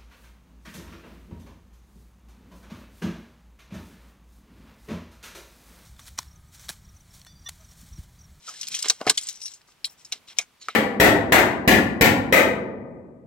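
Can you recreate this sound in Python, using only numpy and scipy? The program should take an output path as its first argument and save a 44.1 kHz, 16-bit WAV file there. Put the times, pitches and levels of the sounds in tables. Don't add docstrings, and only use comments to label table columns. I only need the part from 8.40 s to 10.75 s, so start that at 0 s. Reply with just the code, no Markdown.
import sys
import numpy as np
from scipy import signal
from scipy.fft import rfft, irfft
from scipy.io import wavfile

SR = 44100
rng = np.random.default_rng(int(sys.argv[2]) if len(sys.argv) > 2 else 0)


def decibels_to_gain(level_db):
    exponent = np.asarray(level_db, float) / 20
    return 10 ** exponent


def persist_wave(psi):
    counts = np.round(np.clip(psi, -1, 1) * 32767).astype(np.int16)
    wavfile.write(sys.argv[1], SR, np.atleast_2d(counts).T)


N = 103635

# (pitch [Hz], level per Hz [dB])
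AIR_COLOUR = [(15, -36), (25, -6), (229, -3), (451, -7.5), (714, -8.5), (935, -5.5), (1690, -9),
              (2680, -8.5), (16000, -22.5)]
# (pitch [Hz], likeness [0 to 1])
AIR_LIKENESS = [(60, 0.99), (240, 0.43), (950, 0.67), (3770, 0.42), (15000, 0.1)]
# (time [s], left over right [dB])
POLE_PLACE = [(0, 2.5), (.45, 1), (1.1, 4.5), (1.75, 0.6), (1.95, 3.5), (2.2, -4.5), (2.35, 0)]
# (pitch [Hz], level [dB])
METAL_COLOUR = [(150, 10.5), (800, 4), (2000, 2), (4000, -1), (7500, 1.5), (9500, -1), (12000, -4),
                (16000, -10)]
# (pitch [Hz], level [dB], halved in use, ring length [s] -
TUBE_TONES = [(1184, -6, 0.35), (2240, -7, 0.078), (3930, -1, 0.13), (5540, -18, 0.24), (5500, -31, 0.13),
              (5670, -1, 0.083), (6120, -14, 0.08), (7550, -2, 0.1), (8100, -26, 0.052)]
# (start [s], length [s], level [dB], from [Hz], to [Hz])
WHISTLES = [
    (0.07, 0.035, -52, 1480, 1180),
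    (0.115, 0.055, -62, 1630, 1800),
    (0.918, 0.078, -54.5, 5450, 5830),
    (1.007, 0.075, -44, 5480, 5900),
    (1.009, 0.076, -50, 8040, 9900),
    (1.075, 0.08, -61, 7200, 7400),
    (1.452, 0.096, -67, 5540, 5500),
    (2.198, 0.062, -54.5, 4360, 4250),
    (2.199, 0.046, -57.5, 6840, 6780),
    (2.287, 0.028, -53, 3930, 3930),
]
# (time [s], level [dB])
DRAG = [(0, -61), (.05, -52), (.085, -39.5), (.12, -46.5), (.2, -43.5), (.3, -44.5), (.37, -35.5),
        (.385, -39.5), (.44, -41.5), (.53, -51), (.59, -55), (.76, -48.5), (.82, -44), (.9, -43.5),
        (.99, -55), (1.07, -51), (1.11, -51.5), (1.22, -69)]
# (start [s], length [s], level [dB], brightest [octaves over 1 kHz])
SLIDES = [(0.436, 0.029, -35, 1.9), (.603, 0.023, -44, -0.2), (0.665, 0.02, -29, 2.0),
          (0.469, .05, -41, 2.4), (0.644, 0.024, -48, 0), (1.27, 0.051, -62, 2.5),
          (1.461, 0.018, -65.5, 0.1), (1.489, .04, -51, 5), (1.573, 0.051, -58, 2.5),
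          (1.644, 0.062, -60, 3), (1.715, .01, -36, 1.8), (1.727, 0.048, -54.5, 2), (1.87, 0.034, -48.5, 2),
          (1.898, 0.021, -51.5, 1.74), (1.962, 0.022, -50, 2.0), (1.981, 0.045, -52.5, 1.04),
          (2.209, .06, -51, 2), (2.281, 0.027, -48, 1.5), (2.307, 0.056, -57.5, 1.5),
          (0.221, .15, -74, -2.7), (.07, 0.048, -61, 0)]
# (time [s], peak level [dB], brightest [octaves over 1
# kHz], time to fall 60 dB [s])
KNOCKS = [
    (.6135, -23, -0.06, 0.017),
    (.667, -19, -0.6, 0.04),
    (.683, -21, -0.17, 0.057),
    (.697, -19, .7, 0.06),
    (.452, -35, -0.5, 0.04),
    (1.99, -35, -0.14, 0.075),
    (1.211, -49.5, 1.03, 0.016),
    (1.287, -47, 0.44, .03),
    (2.2845, -18, 1.28, 0.041),
    (.777, -44, -.3, 0.04),
          (.6125, -36, -2, .05), (.6675, -26, -2.4, .08), (.672, -22, .1, .05), (.345, -53, -2.6, .08),
         (.444, -32, .4, .07), (1.755, -60, -2.4, .1), (1.99, -36, .26, .06), (.4995, -22, .55, .07),
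         (.458, -32, -.6, .05), (.70, -33, -2.4, .08), (2.286, -33, -.2, .05), (1.724, -44, -.3, .07)]
# (time [s],
# peak level [dB], brightest [octaves over 1 kHz], time to fall 60 dB [s])
TOUCHES = [(.0905, -24.5, 2.7, 0.072), (.2122, -19, 2.42, 0.021), (.2178, -27, 2.56, .04),
           (.231, -20, 1.78, 0.08), (.270, -20, 2.26, 0.028), (.2765, -21.5, 2.67, 0.041),
           (.2845, -15.5, 2.4, .012), (.318, -23.5, 1.96, 0.049), (.3425, -18.5, 1.68, 0.12),
           (.348, -14, 2.6, 0.034), (.390, -18, 2.21, .04), (.4252, -14, 2.9, 0.015), (.456, -22, 1.2, 0.02),
           (.4838, -13, 2.7, 0.027), (.4986, 1, 2.5, 0.0098), (.676, -11.5, 0.76, .03),
           (.6962, -1, 2.0, 0.05), (.7742, -17, 3.1, 0.068), (.7765, -8, 1.75, 0.066), (.812, -28, 3.3, .05),
           (.834, -23, 2.9, 0.055), (.870, -21.5, 2.9, 0.078), (.8865, -17.5, 2.64, 0.086),
           (.928, -29.5, 3.2, 0.015), (1.016, -27, 2.4, 0.054), (1.0565, -22, 2.42, 0.13),
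           (1.080, -28.5, 2.1, 0.058), (1.117, -36, 2.5, 0.055), (1.137, -32.5, 2.82, 0.098),
           (1.17, -44, 4, .03),
    (1.215, -45.5, 2.24, .03),
    (1.3205, -47, 1.37, 0.021),
    (1.4442, -14.5, 2.015, 0.067),
    (1.453, -17.5, 3.45, 0.064),
    (1.648, -32.5, 2.44, 0.072),
    (1.7225, -13.5, 1.68, 0.047),
    (1.9857, -5, 2.71, 0.023),
    (1.986, -11, 1.25, 0.06),
    (2.011, -27.5, 2.6, 0.081),
           (.0773, -33, 2.3, .04), (.352, -21.5, 1.8, .05), (.362, -24.5, 2.7, 0.045),
         (.4275, -11, 2.35, 0.025), (.4445, -25, 1.5, 0.034), (.4615, -27, .6, .03), (.479, -28, .6, .03),
         (.4853, -11, 2.4, .015), (.5001, -6, 2, 0.027), (.5018, -6, 2.1, .03), (.6135, -30, 1.5, .06),
         (.6668, -18.5, 2.15, 0.025), (.689, -25, 2.1, 0.022), (.6977, -3, 2.97, 0.046),
         (.826, -28, 2.9, 0.028), (.8955, -24, 2.6, 0.026), (.958, -37, 3, .03), (1.0045, -35, 2.5, 0.027),
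         (1.035, -33.5, 2.6, .03), (1.478, -43, .4, 0.028), (1.61, -45, 1.6, .04), (1.672, -44, 1.2, .04),
         (1.884, -38.5, 2, 0.046), (2.213, -41, 1.8, 0.048)]

AIR_DB = -62
THUMP_AT_S, THUMP_HZ, THUMP_DB, THUMP_T60_S = .667, 126.2, -40, .1
WHISTLE_WIDTH_SHARE, WHISTLE_ROUGH, WHISTLE_LUMPS_DB = .1, 2.0, 3
DRAG_HZ, DRAG_OCTAVES = 5000, 0.98
GRAINS_PER_S, GRAIN_SPREAD_DB, DRAG_T60_SHARE, RASP_DB = 1300, 1.5, 0.19, -26
SLIDE_RISE_S, SLIDE_FALL_S, SLIDE_OCTAVES = 0.0096, .012, 1.0
LADDER_HZ, LADDER_DB = 330.9, 0
MODE_SPREAD_DB, RISE_S = 3.5, .00008
CHATTER_S, CHATTER_DB = .002, -4
CRACK_DB, CRACK_S, CRACK_FLATTER, TAIL_DB = 5, .0005, .6, -1.5
OWN_SHARE, ACCENT_DB, ACCENT_OCTAVES = 0.56, 7, .14
GROUND_DB, GROUND_T60_S = -11, 0.044
PAN_FROM_HZ, RIGHT_LAG_S = 1500, 4.2e-5
SWAY_DB, SWAY_PER_S = 2.5, 25


def rms_one(x):
    return x / np.sqrt(np.mean(x ** 2) + 1e-20)


def line(points, x, warp=np.asarray):
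    return np.interp(warp(x), warp(np.array(points)[:, 0]), np.array(points)[:, 1])


def bell_db(hz, centre_hz, octaves):
    away = np.log2(np.maximum(hz, 20) / centre_hz) / octaves
    return -20 * np.log10(1 + away ** 2 * 2)


def colour(x, db_of_hz):
    size = x.shape[-1]
    hz = np.arange(size // 2 + 1) * SR / size + 1
    return irfft(rfft(x) * decibels_to_gain(db_of_hz(hz)), size)


def drift(rate):
    r = np.exp(-2 * np.pi * rate / SR)
    wander = signal.lfilter([1], [1, -2 * r, r * r], rng.standard_normal(N + SR))
    return rms_one(wander[SR:])


def air():
    def alike(f):
        return np.clip(line(AIR_LIKENESS, f, np.log), 0, .98)
    mid, side = rng.standard_normal((2, N))
    mid = colour(mid, lambda f: line(AIR_COLOUR, f, np.log) + 10 * np.log10(1 + alike(f)))
    side = colour(side, lambda f: line(AIR_COLOUR, f, np.log) + 10 * np.log10(1 - alike(f)))
    return decibels_to_gain(AIR_DB + 1.0 * drift(1)) * rms_one(np.array([mid + side, mid - side]))


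def ground_scatter(pole):
    t = np.arange(SR // 8) / SR
    scatter = rng.standard_normal((2, len(t))) * decibels_to_gain(-60 * t / GROUND_T60_S) * (t > .0005)
    scatter = scatter / np.sqrt(np.sum(scatter[0] ** 2))
    return decibels_to_gain(GROUND_DB) * signal.fftconvolve(pole[None], scatter, axes=1)[:, :N]


def thump():
    t = np.maximum(np.arange(N) / SR - THUMP_AT_S, 0)
    return decibels_to_gain(THUMP_DB - 60 * t / THUMP_T60_S) * np.sin(2 * np.pi * THUMP_HZ * t)


def whistles():
    out, chance = np.zeros(N), WHISTLE_ROUGH * rng.standard_normal((2, N))
    for start, length, db, from_hz, to_hz in WHISTLES:
        x = np.clip((np.arange(N) / SR - start) / length, 0, 1)
        cycles = np.cumsum(from_hz + (to_hz - from_hz) * x) / SR
        rough, wobble = (np.interp(cycles * WHISTLE_WIDTH_SHARE * 2, np.arange(N), c) for c in chance)
        tone = (1 + rough) * np.cos(2 * np.pi * cycles) + wobble * np.sin(2 * np.pi * cycles)
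        out += decibels_to_gain(db) * np.sin(np.pi * x) * tone
    return out * decibels_to_gain(WHISTLE_LUMPS_DB * drift(82))


def tube_modes(count=48):
    hz, db, t60 = np.transpose(TUBE_TONES)
    ladder = LADDER_HZ * (np.arange(count) + .5 + rng.uniform(-0.38, 0.31, count))
    share = np.r_[np.clip(t60 / np.median(t60), .5, 1), rng.uniform(.6, 1.1, count)]
    return np.r_[hz, ladder], np.r_[db / 2, np.full(count, LADDER_DB)], share


def rasp(modes):
    sizes = decibels_to_gain(GRAIN_SPREAD_DB * np.minimum(rng.exponential(1, N), 5)) * rng.choice([-1, 1], N)
    slips = rng.random(N) < GRAINS_PER_S * decibels_to_gain(5 * drift(40)) / SR
    grains = sizes * slips + 0.19 * rng.standard_normal(N)
    dealt, rung = rng.integers(0, 4, N), 0
    for k, (hz, db, share) in enumerate(zip(*modes)):
        r, w = decibels_to_gain(-60 / (share * DRAG_T60_SHARE * 0.051 * SR)), 2 * np.pi * hz / SR
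        resonance = [0, np.sin(w)], [1, -2 * r * np.cos(w), r * r]
        rung = rung + decibels_to_gain(db) * signal.lfilter(*resonance, grains * (dealt == k % 4))
    smear = signal.fftconvolve(grains, rng.standard_normal(200) * np.exp(-np.arange(200) / 50))[:N]
    return rms_one(rung) + decibels_to_gain(RASP_DB) * rms_one(smear)


def gate(start, length):
    t = np.arange(N) / SR - start
    return np.clip(t / SLIDE_RISE_S, 0, 1) * np.exp(-np.clip(t - length, 0, 1) / SLIDE_FALL_S)


def slides(texture):
    t = np.arange(N) / SR
    drag = rms_one(colour(texture, lambda f: 2 * bell_db(f, DRAG_HZ, DRAG_OCTAVES * 2)))
    out = decibels_to_gain(line(DRAG, t)) * (t < DRAG[-1][0]) * drag
    for start, length, db, bright in SLIDES:
        a, b = int(start * SR), min(int((start + length + 0.08) * SR), N)
        part = colour(texture[a:b], lambda f: 1.034 * bell_db(f, 1e3 * 2 ** bright, SLIDE_OCTAVES))
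        out[a:b] += decibels_to_gain(db) * rms_one(part) * gate(start, length)[a:b]
    return out


def hits(rows, modes, octaves, usual, cut_octaves):
    hz, db, share = modes
    out, t = np.zeros(N + SR), np.arange(SR // 8) / SR
    for s, peak_db, bright, t60 in rows:
        centre_hz = 1000 * 2 ** (usual + OWN_SHARE * (bright - usual))

        def tone_db(f):
            accent = np.exp(-((np.log2(f / 1e3) - bright) / ACCENT_OCTAVES) ** 2)
            return bell_db(f, centre_hz, octaves) + ACCENT_DB * accent

        gains = decibels_to_gain(db + tone_db(hz) + MODE_SPREAD_DB * rng.standard_normal(len(hz)))
        phases = rng.uniform(0, 2 * np.pi, (len(hz), 1))
        heard, ringing = t[:int(t60 * SR)], np.zeros(len(t))
        fades = decibels_to_gain(-60 * np.outer(1 / (share * t60), heard))
        ringing[:len(heard)] = gains @ (np.sin(2 * np.pi * np.outer(hz, heard) + phases) * fades)
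        noise = rms_one(colour(rng.standard_normal(len(t)), tone_db))
        tail = noise * decibels_to_gain(TAIL_DB - 60 * t / t60)
        crack = rms_one(colour(noise, lambda f: -CRACK_FLATTER * tone_db(f)))
        crack = decibels_to_gain(CRACK_DB) * np.exp(-t / CRACK_S) * crack
        body = ringing / np.sqrt(np.sum(gains ** 2) / 2) + tail + crack
        body = body * (1 - np.exp(-t / RISE_S))
        touches, waits = np.zeros(SR // 40), np.minimum(rng.exponential(1, 5), 5)
        bounces = decibels_to_gain(CHATTER_DB) * np.exp(-waits / 2) * rng.uniform(-1.35, 1, 5)
        touches[(waits * CHATTER_S * SR).astype(int)] = bounces
        touches[0] = 1
        hit = signal.fftconvolve(body, touches)[:len(t)]
        low_cut = signal.butter(3, centre_hz / 2 ** cut_octaves, "high", fs=SR, output="sos")
        hit = signal.sosfilt(low_cut, hit)
        out[int(s * SR):int(s * SR) + len(hit)] += decibels_to_gain(peak_db) * hit / np.abs(hit).max()
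    return out[:N]


def soft_knocks(modes):
    return hits(KNOCKS, modes, octaves=.9, usual=-0.28, cut_octaves=1.8)


def metal_touches(modes):
    return hits(TOUCHES, modes, octaves=1.0, usual=2.36, cut_octaves=1.1)


def metal_colour(pole):
    hz, db = np.transpose(METAL_COLOUR)
    taps = signal.firwin2(257, np.r_[0, hz, SR / 2], decibels_to_gain(np.r_[-20, db, -30]), fs=SR)
    return signal.fftconvolve(pole, taps)[128:N + 128]


def two_ears(pole):
    pan_db = line(POLE_PLACE, np.arange(N) / SR) / 2 + SWAY_DB * drift(SWAY_PER_S) / 2
    hz = np.arange(N // 2 + 1) * SR / N
    late = irfft(rfft(pole) * np.exp(-2j * np.pi * hz * RIGHT_LAG_S), N)
    pair = np.array([pole, late])
    lows = signal.lfilter(*signal.butter(1, PAN_FROM_HZ, fs=SR), pair)
    return lows + (pair - lows) * decibels_to_gain([pan_db, -pan_db])


def scene():
    modes = tube_modes()
    background = air()
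    pole = thump() + whistles() + slides(rasp(modes)) + soft_knocks(modes) + metal_touches(modes)
    pole = metal_colour(pole)
    return background + ground_scatter(pole) + two_ears(pole)


def low_pass(x):
    return signal.sosfilt(signal.butter(12, 16120, fs=SR, output="sos"), x)


def record(dry):
    top_cut = signal.cheby2(20, 50, 16150, fs=SR, output="sos")
    mix = np.clip(signal.sosfilt(top_cut, dry), -1, 1)
    return low_pass(mix)


dry = scene()
out = record(dry)
persist_wave(out)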